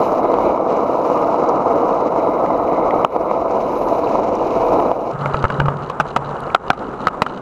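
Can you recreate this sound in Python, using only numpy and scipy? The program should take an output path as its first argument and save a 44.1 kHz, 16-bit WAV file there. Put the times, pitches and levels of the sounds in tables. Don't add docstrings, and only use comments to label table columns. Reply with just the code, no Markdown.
import sys
import numpy as np
from scipy import signal
from scipy.fft import rfft, irfft
from scipy.io import wavfile
from scipy.ndimage import minimum_filter1d, map_coordinates

SR = 44100
rng = np.random.default_rng(int(sys.argv[2]) if len(sys.argv) > 2 else 0)


def master_out(mix):
    frames = np.transpose(np.atleast_2d(mix))
    ceiling = np.clip(frames, -1, 1)
    pcm = np.round(ceiling * 32767).astype(np.int16)
    wavfile.write(sys.argv[1], SR, pcm)


N = 326781
TIME = np.arange(N) / SR
SHORT = np.arange(4096) / SR
JUMP_S, LANDING_S = 5.118, 6.70

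# (time [s], relative rumble [dB], relative grit [dB])
RIDE = [(0, -15, -44), (0.2, -16.5, -54.5), (0.35, -12.5, -49), (0.51, -15.0, -48.5), (0.54, -17, -54.5),
        (0.66, -18.5, -58.5), (0.69, -16, -47.5), (0.95, -17, -54), (1.12, -16.5, -49), (1.5, -15.5, -52),
        (2.1, -15.5, -52.5), (3.05, -15.5, -56), (3.11, -24, -61), (3.15, -18.5, -58), (3.6, -17.5, -51.5),
        (4.05, -15.5, -49.5), (4.3, -17.0, -50), (4.85, -13.5, -50), (4.98, -20, -57.5), (5.11, -21, -54)]


def near_wheels(turn_hz=19, wobble_db=1.17, patchy_db=0.78, rasp_hz=2110):
    # (frequency [Hz], level [dB])
    rumble_tone = [(60, -25), (130, -14), (200, -8.5), (290, -5), (420, -8.5), (600, -4), (800, -3.5),
                   (1000, -6), (1300, -16), (1600, -30.5), (2200, -48), (5000, -63.5), (16000, -88)]
    grit_tone = [(900, -28.5), (1700, -0.5), (2300, 3.5), (2850, -4), (3300, -11.5), (4700, -9), (6200, -9),
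                 (7100, -14.5), (8000, -24.5), (9500, -28), (12500, -32), (16000, -60)]
    # (pitch [Hz], width [Hz], boost [dB])
    deck = [(320, 54, 4.5), (487, 81, 10), (668, 32.6, 6.5), (991, 67, 3.5), (1216, 130, 3.5)]
    # (time [s], boost [dB])
    sharpness = [(0, 1), (.6, -0.5), (1.2, 3.5), (1.9, 1.5), (2.6, 0), (3.2, 1.5), (3.8, -4), (5.1, -2)]
    # (start [s], hold [s], relative level [dB])
    rasps = [(0.22, 0.27, -43.5), (0.67, 0.073, -50), (2.15, 0.7, -53), (2.68, 0.48, -49.5),
             (3.28, 0.03, -43), (4.45, 0.28, -50)]
    # (time [s], pitch [Hz])
    rasp_pitch = [(0.3, 2085), (0.46, 2240), (0.8, 2205), (2.4, 2059), (3.0, 2105), (3.6, 2220),
                  (4.6, 2330)]
    # (time [s], level [dB])
    bumps = [(0.119, -4.5), (0.34, -0.5), (0.386, -3.5), (0.577, -6.5), (1.1, -3), (1.343, -6),
             (1.494, -1.5), (1.681, -4.5), (1.892, -2.5), (2.161, -0.5), (2.272, -6.5), (2.504, -9),
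             (2.947, -9), (3.163, -3), (3.313, -2), (4.036, -6), (4.155, -0.5), (4.796, -7), (4.915, -1)]
    rumble_db, grit_db = in_time(RIDE)
    turns = np.cumsum(turn_hz * (1 + 0.0873 * drift(1.274))) / SR
    load = from_db(wobble_db * np.sin(2 * np.pi * turns) + patchy_db * drift(6.4))
    rumble = body(coloured(load * grains(per_s=3500, spread_db=1.5), rumble_tone), deck)
    brighten = from_db(in_time(sharpness)[0]) - 1
    rumble = rms_one(rumble + brighten * resonance(rumble, hz=1230, width_hz=340))
    patches = from_db(1.8 * drift(15))
    grit = rms_one(coloured(load * patches * grains(per_s=6000, spread_db=3.5), grit_tone))
    coarse = load * grains(per_s=1300, spread_db=3.5)
    low_ring = rms_one(resonance(resonance(coarse, rasp_hz, width_hz=380), rasp_hz, width_hz=530))
    high_ring = rms_one(resonance(resonance(coarse, hz=3780, width_hz=570), hz=3960, width_hz=790))
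    rasp = glide(low_ring, in_time(rasp_pitch)[0] / rasp_hz) + from_db(-16.5) * high_ring
    rasp *= from_db(rumble_db - 34) + spells(rasps, attack_s=0.029, release_s=0.033)
    out = rumble * from_db(rumble_db) + grit * from_db(grit_db + 4) + rasp * from_db(-2)
    thud = peak_one(body(coloured(signal.unit_impulse(len(SHORT)), rumble_tone), deck))
    bump = peak_one(thud + from_db(5) * resonance(thud, hz=900, width_hz=450))
    for s, db in bumps:
        scrape = crack(t60=0.017, tone=grit_tone)
        add(out, s, from_db(db) * (bump + from_db(-33.5) * scrape))
    return out


def clacks(vary_db=1.7, contact_hz=1900, bass_cut_hz=70):
    # (time [s], level [dB], pitch [ratio], ring length [ratio], crack [dB],
    # note of the spot hit [Hz], note [dB], rise [s], thump [dB], truck [Hz], truck [dB],
    # axle [Hz], axle [dB])
    blows = [(3.0466, 5, 0.88, 0.33, -36, 1000, -3, 0.0009, -36, 2400, -31, 3000, -32),
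             (5.898, -12, 0.72, 0.56, -7, 1110, -5, 0.0004, -20, 2500, -16, 4000, -24),
             (5.9991, -2, 1.08, 0.51, -7, 1220, -7, 0.0005, -9, 2490, -19, 5540, -18),
             (6.005, -2.6, 0.86, 0.53, -12, 1280, -6, 0.0007, -19, 2570, -7, 4990, -30),
             (6.1616, 0, 0.89, 0.55, -8, 700, -2, 0.0011, -8, 3030, -18, 6560, -21),
             (6.1677, -3, 0.71, 0.48, -12, 960, -2, 0.0004, -22, 3300, -23, 3850, -24),
             (6.547, 8.7, 0.95, 0.5, -13, 1450, -15, 0.0003, -40, 3490, -17, 5040, -32),
             (6.5601, -2, 1.01, 0.33, -11, 1340, 3, 0.0004, -32, 1820, -12, 4200, -26),
             (6.7017, 6.5, 1.04, 0.56, -14, 760, 1, 0.0011, -8, 2410, -9, 4270, -16),
             (6.7093, -0.3, 0.94, 0.55, -19, 1540, -3, 0.001, -11, 1910, -12, 3330, -29),
             (6.730, -6.5, 0.88, 1.2, -13, 800, -5, 0.0008, -18, 2400, -26, 3900, -24),
             (6.883, -17, 0.44, 0.48, -19, 480, -5, 0.0008, -15, 2000, -25, 7000, -26),
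             (7.0707, 4, 0.94, 0.64, -14, 1290, 1, 0.0002, -29, 1950, -14, 5130, -25),
             (7.0827, -1.5, 0.87, 0.35, -11, 1310, 4, 0.0003, -18, 2770, -24, 3790, -20),
             (7.2193, 2.9, 0.82, 0.75, -10, 1140, -4, 0.0005, -10, 1920, -9, 4110, -18),
             (7.2639, -6.5, 1.01, 0.5, -9, 1340, -4, 0.0004, -26, 3040, -12, 3900, -25)]
    # (pitch [Hz], level [dB], fade time [s])
    board = [(135, -40, 0.026), (238, -11.5, 0.018), (337, -16.5, 0.046), (563, -13.5, 0.04),
             (774, -8.5, 0.071), (867, -7.5, 0.022), (980, 3, 0.015), (1263, -3, 0.019), (1396, -4, 0.048),
             (1527, -13, 0.046), (1940, -41, 0.013), (2920, -5, 0.0052)]
    # (frequency [Hz], level [dB])
    crack_tone = [(60, -40), (400, 0), (750, -3), (1500, 3.5), (2800, -2), (4200, -15.5), (6000, -18),
                  (9000, -27), (13000, -36), (16000, -44)]
    soften = signal.butter(2, contact_hz, fs=SR, output="sos")
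    thin = signal.butter(2, bass_cut_hz, "high", fs=SR, output="sos")
    out = np.zeros(N)
    for (s, db, pitch, length, crack_db, note_hz, note_db, rise_s, thump_db,
         truck_hz, truck_db, axle_hz, axle_db) in blows:
        strengths = from_db(rng.normal(0, vary_db, len(board)))
        ring = sum((-1) ** k * strengths[k] * from_db(ring_db) * ping(hz * pitch, t60 * length)
                   for k, (hz, ring_db, t60) in enumerate(board))
        contact = ping(hz=1000 * pitch, t60=0.0088 * length)
        note = from_db(note_db) * ping(note_hz, t60=0.043 * length)
        wood = peak_one(signal.sosfilt(soften, peak_one(ring) - contact - note))
        truck = from_db(truck_db) * ping(truck_hz, t60=0.021 * length)
        axle = from_db(axle_db) * ping(axle_hz, t60=0.013 * length)
        snap = from_db(crack_db) * crack(t60=0.059 * length, tone=crack_tone)
        thump = from_db(thump_db) * ping(hz=190, t60=0.021)
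        press = 1 - np.exp(-(SHORT / rise_s) ** 2)
        add(out, s, from_db(db) * press * (wood + truck + axle + snap - thump))
    return signal.sosfilt(thin, out)


def knocks(bounce_s=0.0022, bounce_db=-9):
    # (time [s], level [dB], pitch [Hz], click [dB], thud [dB], overtone [Hz], overtone [dB])
    hits = [(5.259, -6, 1400, -18, -23, 2150, -9.5), (5.3437, -5, 1290, -9, -1.5, 2450, -15),
            (5.441, 1, 1310, -21, -0.5, 2370, -36), (5.4512, 1, 1315, -16, -0.5, 2390, -26),
            (5.5018, -8.5, 1470, -1, -14, 1870, -9), (5.5029, -13, 1400, -3, -15, 1900, -20),
            (5.5988, -15, 1400, -3, -10, 2940, -10), (5.6013, 0.5, 1510, -8, -14, 2970, -19.5),
            (5.6154, -9, 920, -16, 2, 2400, -22), (5.657, -13, 1300, -16, -12, 2380, -21),
            (5.6832, -3.5, 1260, -10, -6, 2420, -25)]
    # (pitch [Hz], level [dB], fade time [s])
    shell_notes = [(543, 1.5, 0.016), (890, -4, 0.035)]
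    # (frequency [Hz], level [dB])
    click_tone = [(60, -43), (400, 0), (750, 5.5), (1500, 10), (2800, -8), (4200, -22), (6000, -25),
                  (9000, -37), (16000, -48)]
    out = np.zeros(N)
    shell = sum(from_db(db) * ping(hz, t60) for hz, db, t60 in shell_notes)
    for s, db, hz, click_db, thud_db, overtone_hz, overtone_db in hits:
        tock = peak_one(ping(hz, t60=0.023) - shell)
        overtone = from_db(overtone_db) * ping(overtone_hz, t60=0.016)
        click = from_db(click_db) * crack(t60=0.022, tone=click_tone)
        thud = from_db(thud_db) * ping(hz=100, t60=0.02)
        add(out, s, from_db(db) * (tock + overtone + click - thud))
        add(out, s + bounce_s, from_db(db + bounce_db) * crack(t60=0.011, tone=click_tone))
    return out


def far_wheels(away_s=6.82, away_db_per_s=3):
    # (frequency [Hz], level [dB])
    rumble_tone = [(60, -14), (130, -3), (220, 1), (290, -5.5), (390, 3.5), (560, 1.5), (720, 0), (950, 1),
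                   (1300, -2.5), (1600, -12.5), (2100, -23), (5000, -69), (16000, -85)]
    grit_tone = [(900, -42), (1800, 7.5), (2700, 5.5), (3400, 0.5), (4200, -3.5), (5200, -7), (7300, -6),
                 (9000, -16.5), (10500, -12), (13000, -31), (16000, -61)]
    # (start [s], hold [s], relative level [dB])
    swells = [(5.2, 0.47, -4.5), (6.3, 0.27, -10.5), (7.0, 0.038, -8)]
    swell = 1 + spells(swells, attack_s=0.023, release_s=0.073)
    rolling_away = from_db(-away_db_per_s * np.maximum(TIME - away_s, 0))
    load = from_db(1.5 * drift(36))
    rumble = rms_one(coloured(load * grains(per_s=5000, spread_db=2), rumble_tone))
    flutter = from_db(drift(60))
    grit = rms_one(coloured(load * flutter * rng.standard_normal(N), grit_tone))
    return swell * rolling_away * (rumble * from_db(-27.5) + grit * from_db(-54.5))


def bearing(gap_s=0.011, vary_db=4):
    # (start [s], hold [s], relative level [dB])
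    chatters = [(5.18, 0.42, -48), (5.82, 0.1, -45), (6.065, 0.05, -43), (6.245, 0.075, -47),
                (6.38, 0.61, -56.5), (6.99, 0.099, -44), (7.25, 0.13, -45.5)]
    # (time [s], level [dB])
    rattles = [(5.135, -36), (5.1902, -39), (5.2076, -36), (5.3119, -41), (5.3368, -28.5), (5.3688, -26),
               (5.3922, -33), (5.4002, -34), (5.4256, -27), (5.4815, -30), (5.5229, -31), (5.542, -31),
               (5.6576, -36), (5.7699, -36), (5.8245, -39), (5.8322, -34), (5.8906, -38), (6.0653, -39),
               (6.085, -33), (6.1036, -35), (6.2473, -34), (6.259, -35), (6.27, -41), (6.3101, -38),
               (6.366, -36), (6.4368, -36), (6.4658, -36), (6.6643, -45), (6.6813, -30), (6.7751, -37),
               (6.7915, -36), (6.8434, -39), (6.8679, -40), (6.9956, -42), (7.041, -37), (7.2859, -36),
               (7.3762, -36)]
    # (frequency [Hz], level [dB])
    ring_tone = [(1200, -28), (2300, -1), (2950, 8), (3450, -2.5), (4050, 3.5), (4900, -5), (5400, -15),
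                 (6200, -6.5), (9000, -31), (16000, -53)]
    ticking = np.zeros(N)
    for s in np.arange(JUMP_S, TIME[-1] - gap_s, gap_s):
        start = s + gap_s * rng.random()
        strength = from_db(vary_db * rng.standard_normal())
        add(ticking, start, strength * crack(t60=0.012, tone=ring_tone))
    out = rms_one(ticking) * spells(chatters, attack_s=0.0057, release_s=0.0084) * from_db(-12)
    for s, db in rattles:
        add(out, s, from_db(db) * crack(t60=0.015, tone=ring_tone))
    return out


def grip(hz=141, wander_hz=4.4, throb_db=1.5):
    # (start [s], hold [s], relative level [dB])
    shifts = [(5.125, 0.47, -29), (5.585, 0.074, -23), (5.99, 0.03, -37), (6.16, 0.19, -36)]
    phase = 2 * np.pi * np.cumsum(hz + wander_hz * drift(18.5)) / SR
    hum = rms_one(np.sin(phase) * from_db(throb_db * drift(11)))
    friction = grains(per_s=360, spread_db=3.5)
    rub = rms_one(resonance(resonance(friction, hz, width_hz=75), hz, width_hz=73))
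    return (hum + from_db(-3) * rub) * spells(shifts, attack_s=0.0072, release_s=0.11) * from_db(1)


def bank_thrum(hz=215, level_db=-34):
    concrete = grains(per_s=1300, spread_db=-3.5)
    thrum = rms_one(resonance(resonance(concrete, hz, width_hz=130), hz, width_hz=550))
    return thrum * from_db(level_db) * np.clip((TIME - LANDING_S) / 0.014, 0, 1)


def grit_ticks(t60=0.009, width_ratio=0.25):
    # (time [s], level [dB], pitch [Hz])
    snaps = [(1.49, -28.5, 5300), (2.461, -27, 2144), (2.6774, -30, 2320), (2.908, -20, 2057),
             (4.0423, -35, 4500), (4.072, -29, 2790), (4.353, -32.5, 5860), (4.5067, -32, 2660),
             (4.799, -28, 1900), (6.4043, -36, 3680), (6.405, -35, 9700), (6.502, -24, 2230)]
    out = np.zeros(N)
    for s, db, hz in snaps:
        burst = rng.standard_normal(len(SHORT)) * fade(t60)
        width_hz = width_ratio * hz
        add(out, s, from_db(db) * peak_one(resonance(resonance(burst, hz, width_hz), hz, width_hz)))
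    return out


def loose_grit(width_hz=600):
    crackle = np.zeros(N)
    for hz in (2200, 2700, 3950):
        snaps = grains(per_s=90, spread_db=2.2)
        crackle += resonance(resonance(snaps, hz, width_hz), hz, width_hz) / hz
    return rms_one(crackle) * from_db(in_time(RIDE)[1] - 3)


def fizz(band_hz=(10300, 12800)):
    # (time [s], level [dB])
    levels = [(0, -56), (0.27, -67), (0.42, -61), (0.6, -71.5), (1.15, -62.5), (1.35, -68), (1.6, -70),
              (1.75, -64), (2.0, -69.5), (2.3, -65.5), (2.7, -69), (2.95, -64), (3.45, -70), (3.85, -58),
              (4.3, -71.5), (4.7, -61), (4.88, -64), (4.97, -69)]
    band = signal.butter(2, band_hz, "band", fs=SR, output="sos")
    hiss = signal.sosfilt(band, signal.sosfilt(band, grains(per_s=5800, spread_db=4)))
    return rms_one(hiss) * from_db(in_time(levels)[0])


def wind():
    # (time [s], level [dB])
    gusts = [(0, -52), (0.42, -37.5), (0.65, -51), (1.25, -53.5), (2.1, -47), (2.6, -42.5), (3.9, -41),
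             (4.75, -39), (5.05, -50), (6.8, -40.5), (7.41, -51)]
    air = resonance(resonance(rng.standard_normal(N), hz=34.8, width_hz=21), hz=45, width_hz=250)
    return rms_one(air) * from_db(in_time(gusts)[0])


def grains(per_s, spread_db):
    sizes = from_db(spread_db * np.minimum(rng.exponential(1, N), 5)) * rng.choice([-1, 1], N)
    return rms_one(sizes * (rng.random(N) < per_s / SR))


def crack(t60, tone):
    return peak_one(coloured(rng.standard_normal(len(SHORT)) * fade(t60), tone))


def ping(hz, t60):
    return np.sin(2 * np.pi * hz * SHORT) * fade(t60)


def fade(t60):
    return np.exp(-np.log(1000) * SHORT / t60)


def resonance(x, hz, width_hz):
    r = np.exp(-np.pi * width_hz / SR)
    feedback = [1, -2 * r * np.cos(2 * np.pi * hz / SR), r * r]
    return signal.lfilter(np.array([1, 0, -1]) * (1 - r * r) / 2, feedback, x + 1e-18)


def body(x, resonances):
    for hz, width_hz, boost_db in resonances:
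        x = x + (from_db(boost_db) - 1) * resonance(x, hz, width_hz)
    return x


def coloured(x, tone):
    hz, db = np.transpose(tone)
    half = len(SHORT) // 2
    grid_hz = np.maximum(np.linspace(0, SR / 2, half + 1), 1)
    gains = from_db(np.interp(np.log(grid_hz), np.log(hz), db))
    cepstrum = irfft(np.log(gains))
    cepstrum[1:half] *= 2
    cepstrum[half + 1:] = 0
    return signal.fftconvolve(x, irfft(np.exp(rfft(cepstrum))))[:len(x)]


def glide(x, ratio):
    return map_coordinates(x, [np.cumsum(ratio) % (N - 1)], order=3)


def drift(hz):
    smooth = signal.butter(2, hz, fs=SR, output="sos")
    return rms_one(signal.sosfilt(smooth, rng.standard_normal(N + SR))[SR:])


def spells(rows, attack_s, release_s):
    return sum(from_db(db) * np.clip((TIME - s) / attack_s, 0, 1)
               * np.exp(-np.maximum(TIME - s - hold_s, 0) / release_s) for s, hold_s, db in rows)


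def in_time(rows):
    s, *columns = np.transpose(rows)
    return [np.interp(TIME, s, column) for column in columns]


def add(track, s, sound):
    i = round(s * SR)
    track[i:i + len(sound)] += sound[:N - i]


def from_db(db):
    return 10 ** (np.asarray(db) / 20)


def rms_one(x):
    return x / np.sqrt(np.mean(x ** 2) + 1e-20)


def peak_one(x):
    return x / np.abs(x).max()


def limiter(x, threshold_db=-1.5, attack_s=0.003, release_db_per_s=130):
    over_db = np.maximum(20 * np.log10(np.abs(x) + 1e-9) - threshold_db, 0)
    held_db = -minimum_filter1d(-over_db, size=1201, origin=600)
    recovery_db = release_db_per_s * TIME
    cut_db = np.maximum.accumulate(held_db + recovery_db) - recovery_db
    r = np.exp(-1 / (attack_s * SR))
    return x * from_db(-signal.lfilter([1 - r], [1, -r], cut_db))


def scene():
    # (pitch [Hz], width [Hz], boost [dB])
    housing = [(1294, 140, 3), (1860, 250, -2.5), (2890, 53, 5.5), (3920, 160, 4.5), (9100, 230, -3.5)]
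    riding = near_wheels() + loose_grit() + fizz()
    at_bank = far_wheels() + bearing() + bank_thrum() + grip()
    jumped = np.clip((TIME - JUMP_S) / 0.006 + 0.5, 0, 1)
    rolling = (1 - jumped) * riding + jumped * at_bank
    return body(rolling + clacks() + knocks() + grit_ticks() + wind(), housing)[None]


def record(dry, hardness=12, cutoff_hz=15000):
    limited = limiter(dry[0])
    flattened = limited / (1 + np.abs(limited) ** hardness) ** (1 / hardness)
    treble_cut = signal.ellip(10, 0.1, 80, cutoff_hz, fs=SR, output="sos")
    return signal.sosfilt(treble_cut, flattened)[None]


dry = scene()
out = record(dry)
master_out(out)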